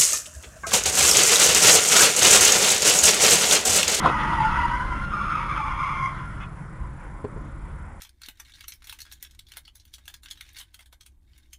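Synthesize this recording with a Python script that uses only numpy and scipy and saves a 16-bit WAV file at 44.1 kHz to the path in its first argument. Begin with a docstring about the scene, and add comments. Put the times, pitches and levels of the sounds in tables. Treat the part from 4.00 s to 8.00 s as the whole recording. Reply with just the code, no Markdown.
"""Inside a braking car: tyres of skidding cars squeal, each a crowd of tread blocks that stick and slip near
one pitch, over the filtered noise of rubber scrubbing on asphalt. A dull crash of noise and ringing sheet opens
the scene; the road noise fades as the car slows. A brief brake creak of upper harmonics, the low thuds of a bump
and knocks on a ringing cabin panel come later; a cheap camera adds a faint whine of pulsing narrow noise bands."""
import sys
import numpy as np
from scipy import signal
from scipy.fft import rfft, irfft
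from scipy.io import wavfile
from scipy.ndimage import uniform_filter1d

SR = 44100
rng = np.random.default_rng(int(sys.argv[2]) if len(sys.argv) > 2 else 0)


def linear_from_db(decibels):
    """Turn decibels (scalar or array-like) into linear amplitude factors; 0 gives 1."""
    return 10 ** (np.asarray(decibels, float) / 20)


def wav_record(signal):
    """Record a signal, one row per channel, as 16-bit PCM in the file named by sys.argv[1]."""
    frames = np.transpose(np.atleast_2d(signal))
    bounded = np.clip(frames, -1, 1)
    # unit amplitude maps onto the largest positive 16-bit level
    quanta = np.round(bounded * 32767).astype(np.int16)
    wavfile.write(sys.argv[1], SR, quanta)


N = 176400
T = np.arange(N) / SR
SHORT_T = T[:SR // 4]  # time axis for rings and tails
BIN_HZ = np.arange(N // 2 + 1) * SR / N


def level(x, db):
    """Scale to an rms level in dB."""
    return x * linear_from_db(db) / np.sqrt(np.mean(x ** 2))


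def col(table, index):
    """Join one column of a table over time with straight lines."""
    points = np.array(table, float)
    return np.interp(T, points[:, 0], points[:, index])


def gate(table):
    """Fade in and out inside the span of a table; one that begins with the scene starts open."""
    fade_s = 0.024
    start, end = table[0][0], table[-1][0]
    since_start = T - start + fade_s * (start < fade_s)
    return np.clip(np.minimum(since_start, end - T) / fade_s, 0, 1)


def walk(rate):
    """Random steps held 1 / rate seconds and smoothed twice, with rms 1."""
    hold = max(int(SR / rate), 2)
    steps = rng.standard_normal(2000)[np.arange(N) // hold % 2000]
    slewed = uniform_filter1d(uniform_filter1d(steps, hold), hold)
    return level(slewed, 0)


def noise(colour, flicker_db, rate):
    """Coloured noise of rms 1 whose third-octave bands flicker, partly together."""
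    points = np.array(colour, float)
    hz = np.maximum(BIN_HZ, 1)
    tint_db = np.interp(np.log(hz), np.log(points[:, 0]), points[:, 1], -120, -120)
    spectrum = rfft(rng.standard_normal(N)) * linear_from_db(tint_db)
    shared = walk(rate)
    band = 3 * np.log2(hz)
    lowest = int(3 * np.log2(points[1, 0])) - 1
    highest = int(3 * np.log2(points[-3, 0])) + 3
    out = np.zeros(N)
    for k in range(lowest, highest + 1):
        part = irfft(spectrum * np.clip(1 - np.abs(band - k), 0, 1), N)  # overlapping triangular bands
        out += part * linear_from_db(flicker_db * (shared / 2 + walk(rate)))
    return level(out, 0)


def ring(modes):
    """A struck body rings as a sum of decaying sine modes."""
    return sum(linear_from_db(db) * np.sin(2 * np.pi * hz * SHORT_T) * 1000. ** (-SHORT_T / t60) for hz, db, t60 in modes)


def tyre(rate, loudness, spread, second_db, third_db, count=7):
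    """Groups of tread blocks slip near one rate; each wanders in rate and grips in bursts."""
    wander, wander_per_s = 0.01518, 90  # relative rms, steps per second
    grip_db, grip_per_s = 4, 70
    out = np.zeros(N)
    on = gate(loudness) > 0
    for place in np.linspace(-1, 1, count):
        detune = spread * (place + .3 * walk(25)) + wander * walk(wander_per_s)
        hz = col(rate, index=1) * (1 + detune)
        turn = 2 * np.pi * (np.cumsum(hz[on]) / SR + rng.random())
        bursts_db = grip_db * walk(grip_per_s) + 1.13 * walk(35.03)
        grip = linear_from_db(bursts_db - 2.5 * place ** 2)[on]  # groups far from the mean rate are softer
        partials = np.sin(turn) + linear_from_db(second_db) * np.sin(2 * turn) + linear_from_db(third_db) * np.sin(3 * turn)
        out[on] += grip * partials
    even = out / np.sqrt(np.mean(out[on] ** 2))
    return even * linear_from_db(col(loudness, index=1)) * gate(loudness)


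def squeal():
    """Eight tyres squeal by stick-slip, each on its own path of slip rate and level."""
    # slip rate of each tyre, one path per tyre: t/s, f/Hz
    slip_rates = [
        [(0, 930), (.15, 900), (.45, 885), (.56, 950), (.72, 965), (.85, 1030), (1.08, 1055)],
        [(0, 1300), (.2, 1260), (.4, 1250), (.52, 1315), (.66, 1310), (.9, 1280)],
        [(0, 1480), (.42, 1420), (.62, 1430), (.74, 1500), (.86, 1500), (.92, 1400), (1.2, 1380), (1.45, 1330),
         (1.7, 1400), (2.1, 1400), (2.5, 1430)],
        [(1.08, 1200), (1.2, 1185), (1.38, 1260), (1.52, 1190), (1.75, 1165), (2.12, 1160)],
        [(1.3, 1110), (1.55, 1050), (1.8, 1050), (1.92, 1075), (2.0, 1055), (2.3, 1045)],
        [(1.3, 950), (1.5, 930), (1.6, 860), (1.8, 900), (2.15, 900)],
        [(0, 1000), (.1, 980), (.25, 960), (.45, 965), (.6, 990), (.83, 1010)],
        [(1.28, 1115), (1.5, 1110), (1.7, 1100), (1.9, 1095), (2.22, 1060)],
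    ]
    # tread of each tyre: relative spread of the blocks' rates, 2nd partial level/dB, 3rd partial level/dB
    treads = [(.032, -12.5, -15.5), (.02, -10, -34.5), (.025, -13, -36), (.06, -12.5, -18),
              (.028, -11.5, -32), (0.024, -7, -17), (0.027, -5, -13), (.045, -2.5, -11.5)]
    # loudness path of each tyre ahead of the cabin: t/s, level/dB
    tyre_1 = [(0.09, -27), (0.098, -35.5), (0.382, -30), (0.406, -19), (0.43, -30), (0.462, -19.5),
              (0.506, -33.5), (0.544, -26), (0.654, -24.5), (0.68, -36.5), (0.72, -27), (0.786, -36.5),
              (0.88, -33), (0.952, -32), (0.976, -35), (1.032, -39.5), (1.08, -41)]
    tyre_2 = [(0.0, -40), (0.09, -25), (0.12, -44), (0.15, -28), (0.43, -46), (0.536, -26), (0.696, -42),
              (0.716, -42), (0.784, -64), (0.826, -50), (0.872, -55), (0.9, -48)]
    tyre_3 = [(0.0, -41), (0.04, -35), (0.37, -46), (0.481, -21), (0.51, -46), (0.61, -25), (0.64, -46),
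              (0.74, -24), (0.77, -44.5), (0.81, -28.5), (0.86, -48), (0.95, -32.5), (1.16, -37),
              (1.18, -31), (1.59, -39), (1.61, -46), (1.68, -46), (1.71, -30), (1.73, -47), (1.79, -35.5),
              (2.04, -40), (2.13, -60), (2.32, -43.5), (2.35, -65), (2.37, -41), (2.5, -58)]
    tyre_4 = [(1.08, -49), (1.094, -49), (1.132, -29), (1.172, -34), (1.404, -25.5), (1.462, -39),
              (1.526, -23), (1.552, -36), (1.574, -26), (1.65, -31), (1.9, -29.5), (2.018, -42),
              (2.07, -33), (2.12, -42)]
    tyre_5 = [(1.299, -49), (1.43, -37.5), (1.476, -49), (1.502, -33.5), (1.648, -39), (1.708, -30),
              (1.766, -42), (1.836, -29), (1.892, -31.5), (1.96, -31), (2.046, -22.5), (2.084, -30.5),
              (2.108, -47), (2.136, -38), (2.17, -51), (2.21, -40), (2.3, -60)]
    tyre_6 = [(1.3, -65), (1.43, -34), (1.538, -62), (1.606, -27), (1.64, -48), (1.654, -36), (2.126, -48),
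              (2.15, -50)]
    tyre_7 = [(0.0, -32), (0.06, -34.5), (0.098, -32.5), (0.3, -31.5), (0.442, -33), (0.5, -38),
              (0.6, -29.5), (0.68, -38.5), (0.74, -31.5), (0.83, -40)]
    tyre_8 = [(1.28, -44), (1.4, -37), (1.6, -37), (1.75, -35.5), (1.9, -32), (2.05, -30.5), (2.12, -38.5),
              (2.22, -53)]
    paths = (tyre_1, tyre_2, tyre_3, tyre_4, tyre_5, tyre_6, tyre_7, tyre_8)
    return sum(tyre(rate, path, *tread) for rate, path, tread in zip(slip_rates, paths, treads))


def cabin(x):
    """Glass and cabin colour the squeal; the street and cabin add a short diffuse tail."""
    # colour of the way in: f/Hz, level/dB
    way_in = [(700, 0.5), (1550, -1), (1700, -12.5), (1900, 1), (2300, -2), (2600, -6.5), (2900, -6),
              (3100, -12.5), (3350, -5.5), (3800, -16)]
    tail_db, tail_t60_s = -5, 0.15
    points = np.array(way_in, float)
    tail = rng.standard_normal(len(SHORT_T)) * 1000. 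** (-SHORT_T / tail_t60_s)
    tail = tail / np.sqrt(np.sum(tail ** 2))
    wet = x + linear_from_db(tail_db) * signal.fftconvolve(x, tail)[:N]
    gain = linear_from_db(np.interp(BIN_HZ, points[:, 0], points[:, 1]))
    return irfft(rfft(wet) * gain, N) / np.sqrt(1 + linear_from_db(2 * tail_db))


def scrub():
    """Sliding rubber makes broad friction noise; a faint high hiss follows the slide."""
    # loudness path shared by rubber and hiss, ahead of their own gains: t/s, level/dB
    slide = [(0.0, -44), (0.01, -46.5), (0.06, -37), (0.11, -41), (0.46, -44), (0.5, -45.5), (0.51, -43.5),
             (0.59, -47.5), (0.62, -45), (0.63, -45), (0.82, -46), (0.9, -52), (1.05, -49), (1.06, -57),
             (1.19, -48), (2.01, -51.5), (2.12, -55.5), (2.37, -61.5), (2.42, -58.5), (2.49, -67.5),
             (2.6, -70)]
    # colour of the rubber noise: f/Hz, relative level per Hz/dB
    rubber_colour = [(150, -53), (250, -28), (310, -10.5), (439, -24), (593, -18.5), (702, -16), (881, -8),
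                     (1070, -1.5), (1390, -0.5), (1730, -12.5), (2070, -11), (2500, -22), (3380, -20.5),
                     (3720, -30.5), (4400, -31), (5720, -63), (9680, -120)]
    # colour of the faint high hiss: f/Hz, relative level per Hz/dB
    hiss_colour = [(3000, -61), (4000, 3.5), (6000, -1), (8000, -9.5), (9500, -6), (11000, 0), (12000, -26),
                   (20000, -120)]
    rubber_db, hiss_db = 14.5, -14.5
    rubber = noise(rubber_colour, 2.9, 39.8) * linear_from_db(rubber_db)
    hiss = noise(hiss_colour, 1.7, 40.4) * linear_from_db(hiss_db)
    return (rubber + hiss) * linear_from_db(col(slide, index=1)) * gate(slide)


def crash():
    """A short crunch of sheet metal with a few ringing blows, muffled by the glass."""
    # loudness path of the crunch: t/s, level/dB
    crunch_path = [(.012, -41), (.035, -24.5), (.052, -20.5), (.062, -25.5), (.076, -22), (.088, -23),
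                   (.1, -25.5), (.14, -41)]
    # colour of the crunch: f/Hz, relative level per Hz/dB
    crunch_colour = [(35, -43), (60, -4), (90, -21), (150, -12), (327, -11.5), (552, -12), (717, -10),
                     (1060, -6.5), (1250, -22), (1570, -38), (1950, -27), (2530, -33), (3740, -29.5),
                     (4970, -55), (10900, -66), (14100, -67), (22000, -120)]
    # main blows: t/s, level/dB
    blows = [(0.0573, -9), (.069, -13), (0.0866, -29)]
    # modes of the struck sheet: f/Hz, relative level/dB, t60/s
    sheet_modes = [(145, -14.5, 0.27), (532, -12, 0.08), (960, -20, 0.051), (1063, 2, 0.075),
                   (1286, -21, 0.067), (1450, -10, 0.043)]
    rise_s = 0.0011
    out = noise(crunch_colour, 2.5, 112) * linear_from_db(col(crunch_path, index=1)) * gate(crunch_path)
    sheet = ring(sheet_modes) * (1 - np.exp(-SHORT_T / rise_s))
    for s, db in blows:
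        start = int(s * SR)
        out[start:start + len(sheet)] += linear_from_db(db) * sheet
    return out


def bumps():
    """The car rocks over a bump: the body rings in low thuds through the suspension."""
    # thuds: t/s, level/dB
    thuds = [(2.735, -33), (2.804, -19), (2.871, -27)]
    body_hz, t60_s, rise_s = 63.7, 0.18, 0.01
    thud = ring([(body_hz, 0, t60_s)]) * (1 - np.exp(-SHORT_T / rise_s))
    out = np.zeros(N)
    for s, db in thuds:
        start = int(s * SR)
        out[start:start + len(thud)] += linear_from_db(db) * thud
    return out


def knocks():
    """Soft pushes ring a cabin panel, with a short crack of noise at each contact."""
    # pushes: t/s, relative level/dB, contact time/ms, direction (1 or -1)
    pushes = [(3.2434, -28, 0.99, 1), (3.2488, -26.5, 0.33, -1), (3.3635, -36, 0.99, 1),
              (3.371, -35.5, 0.66, -1)]
    # modes of the panel: f/Hz, relative level/dB, t60/s
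    panel_modes = [(97, -4, 0.042), (142, -5, .04), (255, -2, 0.041), (412, 7, 0.065), (504, -1.5, 0.055),
                   (620, -17, 0.071), (780, -9, 0.037), (1039, -23, .03), (2153, -27, .03)]
    # colour of the crack: f/Hz, relative level per Hz/dB
    crack_colour = [(200, -40), (500, -6), (1000, 4), (2000, -5), (3000, -17), (4500, -31), (8000, -50),
                    (12000, -120)]
    crack_db, crack_decay_s = -15.5, 0.006
    push = np.zeros(N)
    for s, db, ms, way in pushes:
        push += np.sign(way) * linear_from_db(db) * np.exp(-((T - s) * 2000 / ms) ** 2) / ms  # bell-shaped force
    crack_shape = signal.fftconvolve(np.abs(push), np.exp(-SHORT_T / crack_decay_s))[:N]
    crack = crack_shape * noise(crack_colour, 1.8, 93)
    panel = signal.fftconvolve(push, ring(panel_modes))[:N]
    return (panel + linear_from_db(crack_db) * crack) * 1000 / SR


def creak():
    """A brake pad slips for a moment: upper harmonics of an unsteady slip rate."""
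    # harmonics of the slip rate: harmonic number, relative level/dB
    harmonics = [(4, 4), (5, 7), (6, 5), (7, 0), (8, -1)]
    start_s, length_s, slip_hz, creak_db = 2.4, 0.06, 430, -52
    turn = 2 * np.pi * np.cumsum(slip_hz * (1 + 0.0274 * walk(200))) / SR
    shape = np.sin(np.pi * np.clip((T - start_s) / length_s, 0, 1)) ** .5
    tone = sum(linear_from_db(db + 2.5 * walk(120)) * np.sin(int(k) * turn + k * k) for k, db in harmonics)
    return shape * linear_from_db(creak_db) * tone


def road():
    """Body rumble, a cabin boom, tyre roar and a hiss that sinks as the car slows."""
    # loudness paths: t/s, rumble level/dB, boom level/dB, roar level/dB
    road_path = [(0.0, -37, -37.5, -35.5), (0.48, -27, -32, -38.5), (0.8, -33, -40.5, -40),
                 (0.93, -30.5, -43, -40), (1.29, -34.5, -36.5, -42), (1.55, -35, -39.5, -44),
                 (1.69, -33.5, -41, -44), (1.9, -36, -39, -45.5), (2.12, -38, -36, -48.5),
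                 (2.35, -35.5, -38, -47.5), (2.65, -43, -36.5, -51), (2.85, -36.5, -40, -48),
                 (3.02, -41, -47.5, -51), (3.31, -38.5, -42, -43.5), (3.71, -36.5, -45.5, -50),
                 (3.89, -36.5, -51.5, -48), (4.0, -39, -54, -51.5)]
    # colour of the body rumble: f/Hz, relative level per Hz/dB
    rumble_colour = [(8.8, -40), (15, -7), (43, 2.5), (61, -2.5), (97, -7), (110, -13), (140, -46),
                     (240, -120)]
    # colour of the cabin boom: f/Hz, relative level per Hz/dB
    boom_colour = [(62, -28), (105, -7), (140, 2), (185, -12), (240, -26.5), (410, -120)]
    # colour of the tyre roar: f/Hz, relative level per Hz/dB
    roar_colour = [(110, -34), (180, -3), (205, 0.5), (249, -11), (307, -5.5), (449, -25.5), (539, -12.5),
                   (700, -25), (910, -41), (1540, -120)]
    # colour of the hiss: f/Hz, relative level per Hz/dB
    hiss_colour = [(210, -24), (350, -8), (416, -5), (531, -8), (631, -7.5), (1030, 3), (1140, -2.5),
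                   (1450, -0.5), (1650, -7.5), (2050, -6.5), (2730, -23.5), (3390, -23.5), (3970, -32),
                   (5940, -33), (6480, -34.5), (7370, -31.5), (8040, -31), (8640, -30), (9410, -32.5),
                   (10400, -29.5), (10900, -26), (14100, -62), (22000, -120)]
    hiss_start_db, hiss_fall_db_per_s = -44.5, 0.84
    out = noise(hiss_colour, 2.15, 14) * linear_from_db(hiss_start_db - hiss_fall_db_per_s * T)
    for k, colour in enumerate((rumble_colour, boom_colour, roar_colour)):
        out += noise(colour, 1.23, 7.4) * linear_from_db(col(road_path, index=k + 1))
    return out


def whine():
    """Narrow hiss bands from the camera's circuits, swelling once a picture."""
    # hiss bands: middle f/Hz, half-width f/Hz, level ahead of the swelling/dB
    whine_bands = [(7000, 200, -81.5), (7620, 150, -80), (8680, 380, -79.5), (10200, 300, -80),
                   (10740, 210, -76)]
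    picture_hz, depth = 29.27, .8
    out = np.zeros(N)
    for mid_hz, width_hz, db in whine_bands:
        bell = np.exp(-((BIN_HZ - mid_hz) / width_hz) ** 2)
        out += level(irfft(rfft(rng.standard_normal(N)) * bell, N), db)
    return out * (1 + depth * np.cos(2 * np.pi * picture_hz * T))


def uneven_clock(x):
    """Periodic sampling-time errors mirror the sound beside the clock rate and its double."""
    clock_hz, clock_us, double_us = 3892.5, 5.56, 3.07
    turn = 2 * np.pi * clock_hz * T
    late_s = (clock_us * np.cos(turn) + double_us * np.cos(2 * turn)) / 1e6
    return x + late_s * np.gradient(x, axis=1) * SR  # small time shift as slope times time


def scene():
    """All sources meet at one microphone."""
    return (cabin(squeal()) + scrub() + crash() + bumps() + knocks() + creak() + road())[None]


def band_limit(x):
    """A steep low-pass at the top of the band."""
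    return signal.sosfilt(signal.butter(12, 11020, fs=SR, output="sos"), x)


def record(dry):
    """The camera samples unevenly, adds its whine and cuts the top with a steep low-pass."""
    top_hz = 10850
    x = uneven_clock(dry) + whine()
    low_pass = signal.ellip(16, .2, 32, top_hz, fs=SR, output="sos")  # order, ripple dB, stop-band dB
    mix = signal.sosfilt(low_pass, x)
    return band_limit(mix)


dry = scene()
out = record(dry)
wav_record(out)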